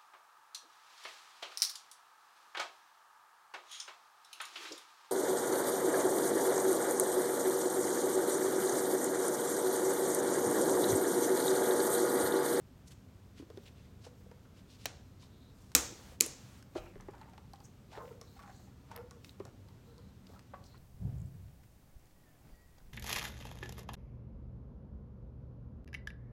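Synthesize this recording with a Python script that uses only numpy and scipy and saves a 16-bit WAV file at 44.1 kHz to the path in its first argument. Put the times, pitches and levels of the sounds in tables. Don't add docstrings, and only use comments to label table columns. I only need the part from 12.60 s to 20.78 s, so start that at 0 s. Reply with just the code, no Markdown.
import sys
import numpy as np
from scipy import signal
from scipy.fft import rfft, irfft
from scipy.io import wavfile

SR = 44100
rng = np.random.default_rng(int(sys.argv[2]) if len(sys.argv) > 2 else 0)


def waveform_to_disk(signal):
    frames = np.transpose(np.atleast_2d(signal))
    scaled = np.clip(frames, -1, 1) * 32767
    samples = np.round(scaled).astype(np.int16)
    wavfile.write(sys.argv[1], SR, samples)


N = 360738
TIME = np.arange(N) / SR
AGE = TIME[:SR // 3]
SWELL_LEAD_S = AGE.mean()


def undb(db):
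    return 10 ** (np.asarray(db) / 20)


def unit(x):
    return x / np.sqrt(np.sum(x ** 2) + 1e-18)


def unit_peak(x):
    return x / np.abs(x).max()


def add(track, s, x):
    i = int(s * SR)
    track[i:i + len(x)] += x[:N - i]


def play(rows, voice, lead_s=0):
    out = np.zeros(N)
    for s, *settings in rows:
        add(out, s - lead_s, voice(*settings))
    return out


def band(x, hz, q):
    w = 2 * np.pi * min(hz, .45 * SR) / SR
    a = np.sin(w) / (2 * q)
    return signal.lfilter([a, 0, -a], [1 + a, -2 * np.cos(w), 1 - a], x)


def low_cut(x, hz):
    return signal.sosfilt(signal.butter(2, hz, "highpass", fs=SR, output="sos"), x)


def high_cut(x, hz, order=2):
    return signal.sosfilt(signal.butter(order, min(hz, .45 * SR), fs=SR, output="sos"), x)


def colour(x, points, size=2048):
    hz, db = np.transpose(points)
    grid = np.maximum(np.fft.rfftfreq(size, 1 / SR), 1)
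    gain = undb(np.interp(np.log(grid), np.log(hz), db))
    cepstrum = irfft(np.log(gain))
    cepstrum[1:size // 2] *= 2
    cepstrum[size // 2 + 1:] = 0
    return signal.fftconvolve(x, irfft(np.exp(rfft(cepstrum))))[:len(x)]


def fade(t60):
    return np.exp(-np.log(1000) * AGE / t60)


def ring(modes):
    return unit(sum(undb(db) * fade(t60) * np.sin(2 * np.pi * hz * AGE) for hz, db, t60 in modes))


def burst(t60):
    return unit(rng.standard_normal(len(AGE)) * fade(t60))


def crack(rattle_db, t60):
    return signal.unit_impulse(len(AGE)) + undb(rattle_db) * burst(t60)


def swell(x, half_s):
    bell = np.exp(-((AGE - SWELL_LEAD_S) / half_s) ** 2 / 2)
    return x / np.std(x) * bell * signal.windows.tukey(len(AGE), .5)


def grains(per_s, spread_db):
    chance, size = rng.random(len(AGE)), rng.standard_normal(len(AGE))
    return (chance < per_s / SR) * np.sign(size) * undb(spread_db * np.abs(size))


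def waver(hz):
    wobble = high_cut(rng.standard_normal(len(AGE)), hz)
    return wobble / np.std(wobble)


# frequency in Hz, relative level in dB.
AIR_COLOUR = [(15, -51), (25, -15), (70, -1), (127, -2), (161, -8), (185, -9.5), (263, -10), (301, -15),
              (373, -16.5), (624, -23), (677, -24.5), (1370, -28.5), (1890, -33), (3520, -35.5),
              (7000, -39.5), (9400, -43), (10400, -48.5), (11500, -42), (16000, -46.5)]
# pitch in Hz, rms level in dB.
HUM_TONES = [(97, -67), (190, -67.5), (261, -76.5)]


def room_tone(air_db=-56.5):
    air = colour(rng.standard_normal(N), AIR_COLOUR, size=8192)
    hum = sum(undb(db) * unit(band(band(rng.standard_normal(N), hz, 16), hz, 16)) for hz, db in HUM_TONES)
    return np.sqrt(N) * (undb(air_db) * unit(air) + hum)


# peak time in seconds, half length in seconds, level in dB before gain_db, centre in Hz, Q.
FINGER_RUBS = [(0.281, 0.0086, -56.5, 5760, 0.75), (0.32, 0.0098, -56, 3470, 0.3),
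               (0.795, .022, -60, 2870, 0.61), (1.019, 0.076, -70.5, 3500, .6),
               (1.072, 0.013, -56.5, 2880, 0.93), (1.213, 0.046, -67, 2700, 0.73),
               (1.452, 0.022, -59, 3880, 0.78), (1.982, .022, -64.5, 3200, .74),
               (2.131, 0.032, -62, 3800, 0.86), (2.244, 0.033, -58, 3500, 0.57),
               (2.63, 0.024, -60, 3800, 1.04), (2.81, 0.12, -70.5, 3800, 4.7),
               (3.069, 0.17, -71, 5500, 0.6), (4.173, 0.013, -51, 2880, 0.71),
               (4.241, 0.059, -63.5, 2470, 3.5), (5.052, 0.0085, -57.5, 6400, 2.7),
               (5.47, 0.067, -73, 4500, 0.57), (5.719, 0.096, -71, 4100, 5), (5.97, 0.1, -70.5, 4170, 3.8),
               (5.959, 0.11, -71, 6650, 2.5), (6.662, 0.026, -69, 4000, .7),
               (7.371, 0.14, -74.5, 4095, 6.2), (7.738, 0.045, -74, 4090, 1.7),
               (8.063, 0.01, -62, 5200, 1.8), (8.143, .051, -67.5, 4200, 7.1)]


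def rub(half_s, db, hz, q, gain_db=-3, hiss_db=-14, grip_db=2):
    slips = grains(per_s=6000, spread_db=3) * undb(grip_db * waver(35))
    sing = unit(band(band(slips, hz, q), hz, q))
    hiss = unit(high_cut(band(slips, 3000, 0.77), 11000)) / np.sqrt(q)
    return undb(db + gain_db) * swell(sing + undb(hiss_db) * hiss, half_s)


# start in seconds, peak level of the ring in dB, pitch in Hz.
CUP_KNOCKS = [(.799, -38.5, 292), (0.825, -42.5, 329), (.902, -42.5, 448), (.974, -38, 388),
              (1.467, -44, 493), (1.663, -52, 490), (1.714, -49, 482), (1.716, -56, 944),
              (1.851, -62, 1380), (2.628, -58, 1000), (3.322, -44, 348), (3.52, -52.5, 525),
              (3.634, -42, 333), (3.662, -39.5, 440), (4.151, -43, 227.5), (4.154, -40.5, 759),
              (4.159, -27.5, 365), (4.161, -36.5, 608), (4.167, -41, 336), (4.18, -38.5, 610),
              (4.262, -53, 1350), (4.358, -44, 416), (4.401, -57, 770), (4.399, -54, 1720),
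              (4.486, -37, 383), (4.484, -45.5, 825), (4.779, -48, 854), (4.935, -45.5, 797),
              (5.005, -55, 846), (5.375, -41, 435), (5.614, -48, 475), (5.615, -52.5, 1090),
              (6.3135, -42.5, 900), (6.364, -48.5, 1315), (6.511, -52.5, 1114), (6.802, -33, 392),
              (6.801, -50, 1020), (6.853, -49, 553), (6.8535, -54, 1110), (7.087, -62, 913),
              (7.385, -59, 1000), (7.694, -50, 431), (7.936, -46, 572), (7.9365, -44.5, 850),
              (7.94, -41.5, 1120), (8.143, -56.5, 1040)]


def knock(db, hz, middling_db=-45, middling_hz=600, push_cycles=0.84):
    t60 = 0.042 * 2 ** ((middling_db - db) / 59)
    push = 1 - np.exp(-AGE * hz / push_cycles)
    body = ring([(hz, 0, t60), (1.3 * hz, -5, 0.71 * t60)]) * push
    scuff_db = -9.5 + 9.5 * np.log2(hz / middling_hz)
    scuff_hz = 970 * (hz / middling_hz) ** 0.043
    scuff = high_cut(band(band(burst(0.069), scuff_hz, 0.92), scuff_hz, 0.62), 2900)
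    return undb(db) * (unit_peak(body) + undb(scuff_db) * unit_peak(scuff))


# start in seconds, peak level in dB before gain_db, straw resonance in Hz.
STRAW_TICKS = [(0.902, -50.5, 3680), (0.974, -48, 3400), (1.7143, -52, 2110), (3.118, -45, 1300),
               (3.6628, -30, 9200), (4.026, -44.5, 1800), (4.409, -47.5, 5580), (4.614, -49, 1600),
               (4.735, -54.5, 2320), (4.779, -47, 2200), (4.9344, -46.5, 4440), (4.959, -53.5, 3320),
               (5.0035, -51.5, 4570), (5.6133, -43.5, 5460), (5.793, -51.5, 1300), (5.835, -53, 1450),
               (6.3154, -46, 1390), (6.3627, -35, 12200), (6.51, -42, 5650), (6.6461, -40, 2400),
               (6.647, -45, 3860), (6.694, -44, 3650), (6.7995, -48.5, 2270), (6.8523, -45, 5400),
               (7.086, -55, 3950), (7.381, -52, 4540), (7.669, -47.5, 3870), (7.7934, -46, 2200),
               (8.0405, -51, 4250)]


def tick(db, hz, gain_db=3, rim_db=-7, broad_db=-15):
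    hit = crack(0, t60=.026 / np.hypot(1, hz / 5000))
    rim_hz = 4300 * np.exp(.15 * rng.standard_normal())
    straw = band(hit, hz, 3.5)
    rim = undb(rim_db) * band(hit, rim_hz, 4)
    broad = undb(broad_db) * band(hit, 2200, .74)
    return undb(db + gain_db) * unit_peak(straw + rim + broad)


# peak time in seconds, half length in seconds, level in dB.
HAND_RUSTLES = [(1.048, 0.034, -72.5), (1.604, .03, -77.5), (2.165, .06, -81), (3.036, 0.038, -79),
                (4.204, 0.088, -72.5), (4.58, 0.053, -89), (5.04, 0.031, -74), (5.45, 0.08, -70.5),
                (5.75, .09, -73), (5.98, 0.11, -76), (6.68, 0.033, -68), (7.285, 0.021, -74),
                (7.73, .04, -73), (8.083, .04, -73.5)]
# frequency in Hz, relative level in dB.
BRUSH_COLOUR = [(1000, -20.5), (4000, -4.5), (7000, -0.5), (10300, -8.5), (13500, -1.5), (16000, -2)]


def rustle(half_s, db):
    return undb(db) * swell(colour(grains(per_s=2500, spread_db=5), BRUSH_COLOUR), half_s)


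def gurgle(half_s, db, hz, gain_db=-1):
    ratios = np.geomspace(.58, 1.6, 7)
    bubbles = sum(band(grains(per_s=60, spread_db=4), hz * ratio, 9) / ratio for ratio in ratios)
    muffled = high_cut(band(bubbles, hz, 0.23), 1650, order=4)
    return undb(db + gain_db) * swell(muffled, half_s)


def creak(half_s, db, hz=2210, q=0.37):
    slips = signal.fftconvolve(grains(per_s=46, spread_db=4), crack(0, t60=0.026))[:len(AGE)]
    return undb(db) * swell(band(band(slips, hz, q), hz, q / 2), half_s)


# peak time in seconds, half length in seconds, level in dB before the gurgle's gain_db.
SKIN_PRESSES = [(1.462, 0.011, -55.5), (4.236, 0.039, -62), (4.588, 0.12, -64.5), (5.861, 0.047, -60),
                (6.877, 0.014, -64), (7.751, 0.041, -64)]


def press(half_s, db):
    return gurgle(half_s, db, hz=1022) + creak(1.9 * half_s, db - 13)


# mode in Hz, relative level in dB, t60 in seconds.
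CUP_WALL_MODES = [(1236, -10.5, 0.16), (1365, -13.5, .23), (2530, -10, .12), (3110, -15.5, .22),
                  (3844, -13.5, .22), (4030, -14, 0.32), (6370, -5, .15), (6270, -5.5, .16),
                  (6430, -3.5, .11), (6544, -6.5, .12), (6770, -6, .14), (6960, -6.5, .12),
                  (7600, -9.5, .18), (7750, -10, .12)]


def cup_wall(hardness_hz):
    return unit(high_cut(ring(CUP_WALL_MODES), hardness_hz, order=4))


# mode in Hz, relative level in dB, t60 in seconds.
BALLOON_MODES = [(186.5, -1.5, 0.043), (258, -6, 0.19), (317.2, -9.5, 0.2), (345, -8, 0.18),
                 (393, -11.5, 0.071), (489, -5, 0.15)]


def balloon_skin(rise_s=0.0018):
    return ring(BALLOON_MODES) * (1 - np.exp(-AGE / rise_s))


def rattle(t60, treble_t60, split_hz=7800):
    contacts = rng.standard_normal(len(AGE))
    below_split = np.fft.rfftfreq(len(AGE), 1 / SR) < split_hz
    low = irfft(rfft(contacts) * below_split, len(AGE))
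    return unit(low * fade(t60) + (contacts - low) * fade(treble_t60))


# start in seconds, slap level in dB, rattle in dB relative to the slap, rattle t60 and its
# treble t60 in seconds, skin ring in dB, wall ring in dB, hardness in Hz, send to the room in dB.
RUBBER_SNAPS = [(2.2566, -13, 5.5, 0.032, .012, -26, -34, 6400, -12),
                (3.1507, 5, 2, 0.024, .011, -3, -4, 14000, -8),
                (3.6044, -21.5, -2, .012, .012, -40, -38, 14000, -14),
                (3.6087, 6.5, -4, .008, .005, -11, -15, 13920, -14)]
# frequency in Hz, relative level in dB.
SLIP_TONE = [(120, -57), (200, 0), (500, -2), (780, -1), (1000, -16), (1600, -6.5), (1850, -14),
             (2150, -11), (2510, -8.5), (3600, -8.5), (4150, -0.5), (4700, -12), (5840, -8.5), (7900, -18),
             (9000, -9.5), (11500, -17), (15500, -8.5)]
RIM_TONE = [(120, -31.5), (200, -4.5), (353, 0.5), (620, -12.5), (860, -10.5), (1050, -14), (1300, -3),
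            (2000, -13.5), (2560, -6), (2860, -15.5), (3310, -7.5), (5200, -6.5), (6640, 0.5), (9580, -10),
            (14600, -5.5), (16000, -15)]
WALL_TONE = [(120, -47.5), (200, -13.5), (482, -5.5), (735, -29), (1060, -19), (1480, -25), (2420, -7.5),
             (3310, -14.5), (4120, -5), (5400, -5), (6880, 0), (8420, -9.5), (11100, -8), (16000, -19.5)]


def snaps(room_colour_share=.5):
    direct, sent = np.zeros(N), np.zeros(N)
    click = signal.unit_impulse(len(AGE))
    for row, tone in zip(RUBBER_SNAPS, (SLIP_TONE, RIM_TONE, WALL_TONE, WALL_TONE)):
        s, db, rattle_db, t60, treble_t60, skin_db, wall_db, hardness_hz, room_db = row
        slap = undb(db) * unit(low_cut(colour(click, tone), 420))
        contacts = click + undb(rattle_db) * rattle(t60, treble_t60)
        rings = undb(skin_db) * balloon_skin() + undb(wall_db) * cup_wall(hardness_hz)
        add(direct, s, signal.fftconvolve(slap, contacts)[:len(AGE)] + rings)
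        even_tone = [(hz, room_colour_share * level) for hz, level in tone]
        spread = unit(high_cut(low_cut(colour(click, even_tone), 300), hardness_hz))
        strength = undb(db) * np.hypot(1, undb(rattle_db))
        add(sent, s, undb(room_db) * (strength * spread + undb(-3) * rings))
    return direct, sent


# start in seconds, rms level in dB.
SNAP_HISSES = [(3.151, -61), (3.609, -64)]
# frequency in Hz, relative level in dB.
HISS_TONE = [(200, -10), (800, 0), (2000, -4), (4000, -7), (7000, -9), (11000, -15.5), (16000, -17.5)]


def after_hiss(db, length_s=.43, release_s=.05):
    hiss = colour(rng.standard_normal(N), HISS_TONE)
    return undb(db) * hiss / np.std(hiss) * np.clip((length_s - TIME) / release_s, 0, 1)


# start in seconds, starting level in dB, pitch in Hz, t60 in seconds before the taper.
TABLE_THUMPS = [(3.158, -41.5, 67.3, 0.56), (4.19, -48, 38.2, 0.65), (4.361, -49.5, 32.8, 1)]


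def thump(db, hz, t60):
    taper = np.linspace(1, 0, len(AGE))
    return undb(db) * fade(t60) * np.sin(2 * np.pi * hz * AGE) * taper


# start in seconds, level in dB.
HAND_BUMPS = [(4.156, -31.5), (4.178, -28)]


def bump(db):
    return undb(db) * cup_wall(hardness_hz=3740)


# peak time in seconds, half length in seconds, level in dB.
STRAW_CRACKLES = [(4.384, 0.047, -69.5), (4.602, 0.06, -74.5), (5.377, .02, -59), (5.483, 0.028, -66.5),
                  (5.868, 0.029, -72), (6.373, 0.02, -60), (6.879, .02, -73.5), (8.155, 0.013, -74)]


def crackle(half_s, db, hz=1650, q=0.99):
    pops = signal.fftconvolve(grains(per_s=80, spread_db=4), crack(-3, t60=0.012))[:len(AGE)]
    return undb(db) * swell(band(band(pops, hz, q), hz, q), half_s)


# start in seconds, peak level of the tone in dB, starting pitch in Hz.
BUBBLE_PLOPS = [(4.534, -52, 840), (4.542, -53, 954), (4.613, -47, 870), (4.685, -56, 902),
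                (4.733, -55, 755), (5.345, -49, 793), (5.507, -56.5, 980), (5.764, -55, 782),
                (5.792, -49, 1130), (5.833, -53, 1350), (5.838, -53.5, 816), (5.876, -53, 790),
                (5.893, -52, 744), (5.998, -60.5, 730), (6.072, -61, 800), (7.76, -57, 1316)]


def plop(db, hz, ring_cycles=59, rise_per_s=0.7, splash_db=-3, splash_hz=1400):
    onset = 1 - np.exp(-AGE / 0.00095)
    phase = 2 * np.pi * hz * AGE * (1 + rise_per_s * AGE / 2)
    tone = np.sin(phase) * fade(ring_cycles / hz) * onset
    droplets = grains(per_s=1500, spread_db=3) * fade(.11) * onset
    splash = high_cut(band(band(droplets, splash_hz, 1.2), splash_hz, 1.0), 2900, order=4)
    return undb(db) * (unit_peak(tone) + undb(splash_db) * unit_peak(splash))


# time in seconds, reference level of the water in dB.
SKIN_RELEASES = [(5.335, -50), (6.305, -55.5)]
# delay to the peak in seconds, half length in seconds,
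# level in dB relative to the water, bubble pitch in Hz.
RETURN_GULPS = [(0.036, 0.032, -2.5, 1105), (0.068, 0.029, 1, 783)]


def releases(slide_half_s=0.028, slide_db=-7.5):
    out = np.zeros(N)
    for s, water_db in SKIN_RELEASES:
        start = s - SWELL_LEAD_S
        add(out, start + slide_half_s / 2, rub(slide_half_s, water_db + slide_db, hz=2758, q=0.77))
        for delay, half_s, db, hz in RETURN_GULPS:
            add(out, start + delay, gurgle(half_s, water_db + db, hz))
    return out


# peak time in seconds, half length in seconds, level in dB, pitch in Hz.
STRAW_HOOTS = [(5.445, .012, -49.5, 478), (5.481, .005, -52.5, 520), (5.517, .007, -50.5, 480),
               (5.557, 0.0073, -59, 530), (5.597, .007, -68, 455), (6.398, 0.013, -44, 480),
               (6.445, 0.0061, -56, 505), (6.567, .012, -59, 470), (7.305, 0.021, -59.5, 470),
               (7.398, .014, -59.5, 480)]
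# multiple of the pitch, relative level in dB.
PIPE_MODES = [(1, 4.5), (1.902, -14), (2.83, -12.5)]


def hoot(half_s, db, pitch_hz):
    pipe = 0
    for ratio, mode_db in PIPE_MODES:
        hz = ratio * pitch_hz * (1 + .03 * waver(60))
        pipe = pipe + undb(mode_db) * np.sin(2 * np.pi * np.cumsum(hz) / SR)
    flutter = undb(2.5 * waver(50))
    return undb(db) * swell(pipe * flutter, half_s)


# band centre in Hz, level in dB, t60 in seconds.
ROOM_BANDS = [(125, 5, .59), (230, -1.5, 1), (487, 4, 0.59), (895, 2, 0.35), (1998, 0.5, .41),
              (3942, -4, 0.54), (6950, 1.5, .45), (9600, -3.5, 0.21), (15170, -10.5, .37)]
# delay in seconds, level in dB.
NEAR_ECHOES = [(.0036, -11), (.013, -8)]


def room(x, build_s=0.0073, scatter_s=.0012):
    t = TIME[:SR]
    noise = rfft(rng.standard_normal(len(t)))
    log_hz = np.log(np.maximum(np.fft.rfftfreq(len(t), 1 / SR), 1))
    centres = np.log([row[0] for row in ROOM_BANDS])
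    response = np.zeros(len(t))
    for this_band, (_, db, t60) in zip(np.eye(len(ROOM_BANDS)), ROOM_BANDS):
        decay = np.exp(-np.log(1000) * t / t60) * (1 - np.exp(-t / build_s))
        band_noise = irfft(noise * np.interp(log_hz, centres, this_band), len(t))
        response += band_noise * undb(db) * unit(decay)
    bounce = unit(band(rng.standard_normal(len(t)) * np.exp(-t / scatter_s), 7300, 1.0))
    for delay, db in NEAR_ECHOES:
        response += undb(db) * np.roll(bounce, int(delay * SR))
    return signal.fftconvolve(x, response)[:N]


def scene():
    snap, snap_sent = snaps()
    background = room_tone()
    hands = play(CUP_KNOCKS, knock) + play(HAND_BUMPS, bump) + play(STRAW_TICKS, tick)
    hands += play(FINGER_RUBS, rub, SWELL_LEAD_S) + play(HAND_RUSTLES, rustle, SWELL_LEAD_S)
    pumping = play(SKIN_PRESSES, press, SWELL_LEAD_S) + releases()
    pumping += play(STRAW_CRACKLES, crackle, SWELL_LEAD_S) + play(STRAW_HOOTS, hoot, SWELL_LEAD_S)
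    pumping += play(BUBBLE_PLOPS, plop)
    direct = snap + hands + pumping + play(TABLE_THUMPS, thump) + play(SNAP_HISSES, after_hiss)
    reverb = room(snap_sent + undb(-10) * (hands + pumping))
    return (direct + reverb + background)[None]


def record(dry, ceiling=.74, top_hz=16300):
    clipped = np.clip(dry, -ceiling, ceiling)
    return signal.sosfilt(signal.ellip(8, .2, 70, top_hz, fs=SR, output="sos"), clipped)


dry = scene()
out = record(dry)
waveform_to_disk(out)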